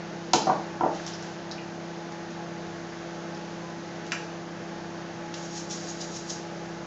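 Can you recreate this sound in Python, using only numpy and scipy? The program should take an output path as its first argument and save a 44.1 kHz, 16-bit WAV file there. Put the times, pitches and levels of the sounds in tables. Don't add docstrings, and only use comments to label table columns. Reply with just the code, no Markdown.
import sys
import numpy as np
from scipy import signal
from scipy.fft import rfft, irfft
from scipy.io import wavfile
from scipy.ndimage import uniform_filter1d

SR = 44100
rng = np.random.default_rng(int(sys.argv[2]) if len(sys.argv) > 2 else 0)


def gain_from_db(level_db):
    decades = np.asarray(level_db, float) / 20
    return 10 ** decades


def wrap_up_sound(samples):
    columns = np.atleast_2d(samples).T
    tamed = np.clip(columns, -1, 1)
    steps = np.round(tamed * 32767).astype(np.int16)
    wavfile.write(sys.argv[1], SR, steps)


N = 302526
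T = np.arange(N) / SR
BLADE_HZ = 168.6
SHAFT_HZ = BLADE_HZ / 4


def colour(x, points):
    hz, db = np.transpose(points)
    f = np.fft.rfftfreq(len(x), 1 / SR) + 1
    gain = gain_from_db(np.interp(np.log(f), np.log(hz), db))
    return irfft(rfft(x) * gain, len(x))


def band(x, lo_hz, hi_hz, order=2):
    edges = [lo_hz, min(hi_hz, .45 * SR)]
    return signal.sosfilt(signal.butter(order, edges, "band", fs=SR, output="sos"), x)


def unit(x):
    return x / np.sqrt(np.mean(x ** 2))


def walk(rate):
    hold = int(SR / rate)
    steps = np.repeat(rng.standard_normal(N // hold + 1), hold)
    slewed = uniform_filter1d(uniform_filter1d(steps, hold), hold)
    return unit(slewed[:N])


def add(out, start_s, piece):
    i = int(start_s * SR)
    out[i:i + len(piece)] += piece[:len(out) - i]


def tone(hz, db, wander_db):
    level = gain_from_db(db + wander_db * walk(7))
    return np.sqrt(2) * level * np.cos(2 * np.pi * hz * T)


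def ring(hz, t60, rise=0.0012):
    t = np.arange(int(.4 * SR)) / SR
    decay = np.exp(-np.log(1000) * t / t60)
    return np.sin(2 * np.pi * hz * t) * decay * (1 - np.exp(-t / rise))


def swells(top_s, db, rise, fall):
    top_s, db, rise, fall = (np.reshape(v, (-1, 1)) for v in (top_s, db, rise, fall))
    t = np.arange(0, N / SR, .001)
    late = t - top_s
    slope = np.where(late < 0, late / rise, -late / fall)
    return np.interp(T, t, gain_from_db(db + 20 * slope).sum(axis=0))


def rough(deepest_db):
    return rng.standard_normal(N) * gain_from_db(deepest_db * np.minimum(rng.exponential(size=N), 7))


# f/blade rate, level/dB, wander/dB
BLADE_TONES = [(.25, -70, 2.5), (1, -45.5, 0.66), (2, -44, 0.4), (3, -56, 0.7), (5, -56.5, 4.), (6, -64, 5),
               (7, -64, 1)]


def fan():
    return sum(tone(k * BLADE_HZ, db, wander) for k, db, wander in BLADE_TONES)


# f/twice the mains rate, level/dB, wander/dB
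CORE_TONES = [(1, -63, 1), (2, -50.5, 2), (3, -63, 2.5)]


def transformer():
    twice_mains_hz, side_db = 99.95, -11
    out = np.zeros(N)
    for k, db, wander in CORE_TONES:
        hz = k * twice_mains_hz
        out += tone(hz, db, wander)
        out += tone(hz + SHAFT_HZ, db + side_db, wander)
    return out


# f/Hz, level/dB
SUPPLY_TONES = [(6150.5, -75), (6350.4, -75), (6650.3, -74), (6750.1, -74)]


def supply():
    return sum(tone(hz, db, 1.5) for hz, db in SUPPLY_TONES)


# f/Hz, level/dB per Hz
VENT_SPECTRUM = [(8, -26.5), (28, -35.5), (45, -36), (70, -27.5), (120, -16), (300, -12.5), (450, -11),
                 (880, -16.5), (950, -21), (1650, -16.5), (2300, -23.5), (3500, -26.5), (6500, -27.5),
                 (8000, -35.5)]
# f/Hz, width/Hz, level/dB
CASE_MODES = [(139, 14, -2), (232, 5.1, 1), (590.7, 6.9, 3), (630.9, 20, 0.5), (688, 15, 2.5),
              (716, 11, -0.5), (761, 6.7, 4.5), (836, 11, 10.5), (883.9, 26, 1.5), (911, 4.9, 3),
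              (979, 20, -2), (1090, 40, -1), (1305, 16, -1), (1504.6, 12, -3.5)]
# t/s, level/dB
AIR_FLOW = [(0, 0.), (1.5, -0.2), (3, 0.05), (4.6, -0.1), (6.86, -0.16)]


def vents():
    f = np.fft.rfftfreq(N, 1 / SR)
    case = 1 + sum(gain_from_db(db) / (1 + (2 * (f - hz) / width) ** 2) for hz, width, db in CASE_MODES)
    chop = 1 + 0.037 * np.cos(2 * np.pi * BLADE_HZ * T)
    spectrum = rfft(colour(rng.standard_normal(N), VENT_SPECTRUM) * chop) * case
    octave = np.log2(f / 60 + 1e-9)
    out = np.zeros(N)
    for k in np.arange(-5, 8.):
        share = np.clip(1 - abs(octave - k), 0, 1)
        out += irfft(spectrum * share, N) * gain_from_db(0.69 * walk(6.6))
    out = out / np.std(band(out, 900, 7000, order=4))
    return out * gain_from_db(-45 + np.interp(T, *np.transpose(AIR_FLOW)))


def splinters(rows, share, length_s):
    out, t = np.zeros(N), np.arange(int(.06 * SR)) / SR
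    edge = 1 + max(share, .05) / 2
    for s, db, hz in rows:
        bits = rng.standard_normal(len(t)) * np.exp(-t / length_s)
        bits[0] += 6
        spectrum = rfft(bits)
        even = irfft(spectrum / abs(spectrum), len(t))
        burst = band(even * np.exp(-t / (4 * length_s)), hz / edge, hz * edge)
        add(out, s, gain_from_db(db) * burst / np.max(abs(burst)))
    return out


# t/s, peak level/dB, centre f/Hz
SHELL_SNAPS = [(0.334, -4, 5000), (0.336, -7, 7300), (0.344, -13, 4700), (0.358, -13.5, 5000),
               (.8095, -34, 2400), (.9496, -28.5, 5530), (1.0653, -20, 5770), (1.1, -29, 5200),
               (1.226, -25.5, 6200), (1.5131, -28.5, 5800), (2.122, -34, 5050), (2.306, -31.5, 5500),
               (3.702, -36.5, 5080), (4.1196, -15, 2020), (4.1206, -16, 5500), (4.125, -21.5, 1650),
               (4.130, -23.5, 1400)]


def snaps():
    return splinters(SHELL_SNAPS, share=0.7, length_s=0.001767)


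# f/Hz, level/dB, t60/s
MUG_MODES = [(2560, -39, 0.38), (1492, -33, .12)]


def mug():
    out = np.zeros(N)
    for hz, db, t60 in MUG_MODES:
        add(out, SHELL_SNAPS[0][0], gain_from_db(db) * ring(hz, t60))
    return out


# t/s, peak level/dB, ring f/Hz, thump level/dB relative
MUG_KNOCKS = [(0.335, 0.5, 858, -31), (0.343, -13.5, 775, 2.5), (0.47, -6, 736, -22),
              (0.475, -5.5, 765, -10), (0.491, -6, 765, -33.5), (0.497, -6, 1003, -13),
              (0.503, -19.5, 800, -8.5), (0.52, -11.5, 716, -28), (0.809, -6.5, 900, -12),
              (0.835, -4.5, 790, -12), (0.844, -9, 840, -12), (0.861, -8, 600, -14),
              (0.928, -28, 603, -12.5)]


def knocks():
    thump = ring(440, 0.01955, rise=.001) + 0.65 * ring(331, 0.029, rise=0.0018)
    thump += 0.3 * ring(221.4, 0.057, rise=0.0036) + 0.19 * ring(160, 0.041, rise=0.0059)
    out = np.zeros(N)
    for s, db, hz, thump_db in MUG_KNOCKS:
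        base = ring(hz, 0.013) + 0.2 * ring(1.457 * hz, 0.01984) + 0.09 * ring(2.18 * hz, 0.0103)
        add(out, s, gain_from_db(db) * (base + gain_from_db(thump_db) * thump))
    return band(out, 80, 6000)


# t/s, peak level/dB, centre f/Hz
FLAT_SLAPS = [
    (0.3365, -9.5, 2410),
    (1.077, -24.5, 3800),
    (4.066, -28.5, 5000),
    (4.112, -32, 3500),
    (4.1198, -20, 4800),
    (5.341, -21.5, 3580),
]


def slaps():
    return splinters(FLAT_SLAPS, share=2.1, length_s=.004)


# top t/s, level/dB
SHELL_PULLS = [
    (.96, -49),
    (1.085, -48),
    (1.26, -52),
]


def tearing():
    crackle = unit(band(rough(3.68), 1700, 7500, order=1))
    return swells(*np.transpose(SHELL_PULLS), rise=0.11, fall=0.16) * crackle


# t/s, peak level/dB, centre f/Hz
SHELL_PINGS = [
    (0.998, -34, 1636),
    (1.1362, -33, 5150),
    (1.244, -35, 1670),
    (1.513, -28.5, 4170),
    (1.518, -33, 4900),
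    (1.5816, -30.5, 2580),
    (3.347, -39.5, 5270),
]


def pings():
    return splinters(SHELL_PINGS, share=.22, length_s=.0027)


# top speed t/s, level/dB, rise/s and fall/s per 20 dB, skin catch level/dB
PALM_STROKES = [
    (5.455, -45.5, 0.39, 0.01, -61),
    (5.58, -36, 0.12, 0.0672, -47.5),
    (5.712, -33.5, .025, .13, -36.5),
    (5.892, -37.5, .09, 0.06, -50),
    (6.016, -40.5, .07, 0.1, -30.5),
    (6.166, -36, .09, 0.04, -45),
    (6.305, -37, 0.079, 0.1, -30.5),
]


def hands():
    slow_hz, hz_per_db, slow_db, part_s = 5850, 19, -51, 6.47
    s, db, rise, fall, catch_db = np.transpose(PALM_STROKES)
    touching = (T > FLAT_SLAPS[-1][0]) * np.clip((part_s - T) / .04, 0, 1)
    level = swells(s, db, rise, fall) * touching
    centre = slow_hz + hz_per_db * np.maximum(20 * np.log10(level + 1e-9) - slow_db, 0)
    level = level + swells(s, catch_db, rise=.012, fall=.005)
    hiss = np.zeros(N)
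    for mid_hz in np.geomspace(2200, 8500, num=9):
        slips = unit(band(rough(3.6), mid_hz / 0.956, mid_hz * 1.167, order=1))
        weight = 0.11 + np.exp(-((mid_hz - centre) / 2200) ** 2)
        hiss += weight * np.sqrt(mid_hz / 6000) * slips
    return level * gain_from_db(-5.2) * hiss


# f/Hz, t60/s, level/dB
ROOM_BANDS = [(193.3, 0.63, 0.5), (415, 0.42, 5), (1050, 0.5, -1.5), (2200, 0.47, -1), (4500, 0.7, -7.5),
              (7600, 0.4, 1)]


def kitchen(x):
    wet_db = -0.5
    t = np.arange(int(.8 * SR)) / SR
    tail = np.zeros(len(t))
    for hz, t60, db in ROOM_BANDS:
        noise = band(rng.standard_normal(len(t)), hz / 1.68, hz * 1.78)
        tail += gain_from_db(db) * noise * np.exp(-np.log(1000) * t / t60)
    tail *= 1 - np.exp(-t / 0.00075)
    tail *= 1 + .6 * np.exp(-t / .02)
    tail *= gain_from_db(wet_db) / np.sqrt(np.sum(tail ** 2))
    return x + signal.fftconvolve(x, tail)[:N]


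def scene():
    oven = fan() + transformer() + supply() + vents()
    egg = snaps() + mug() + knocks() + slaps() + tearing() + pings()
    return (oven + kitchen(egg + gain_from_db(-2.5) * hands()))[None]


def low_pass(x):
    return signal.sosfilt(signal.butter(12, 8880, fs=SR, output="sos"), x)


# f/Hz, level/dB
MIC_SLOPE = [(20, 1.5), (6600, -0.5), (7300, -7), (7700, -16), (8000, -32), (9000, -70.5), (9600, -130)]
# f/Hz, level/dB
MIRROR_LEAK = [(7950, -88.5), (8050, -23.5), (8300, -1.5), (8700, -15.5), (9100, -37.5), (9400, -130)]


def record(dry):
    x = colour(dry[0], MIC_SLOPE)
    image = x * np.cos(2 * np.pi * 16000 * T)
    mix = (x + colour(image, MIRROR_LEAK))[None]
    return low_pass(mix)


dry = scene()
out = record(dry)
wrap_up_sound(out)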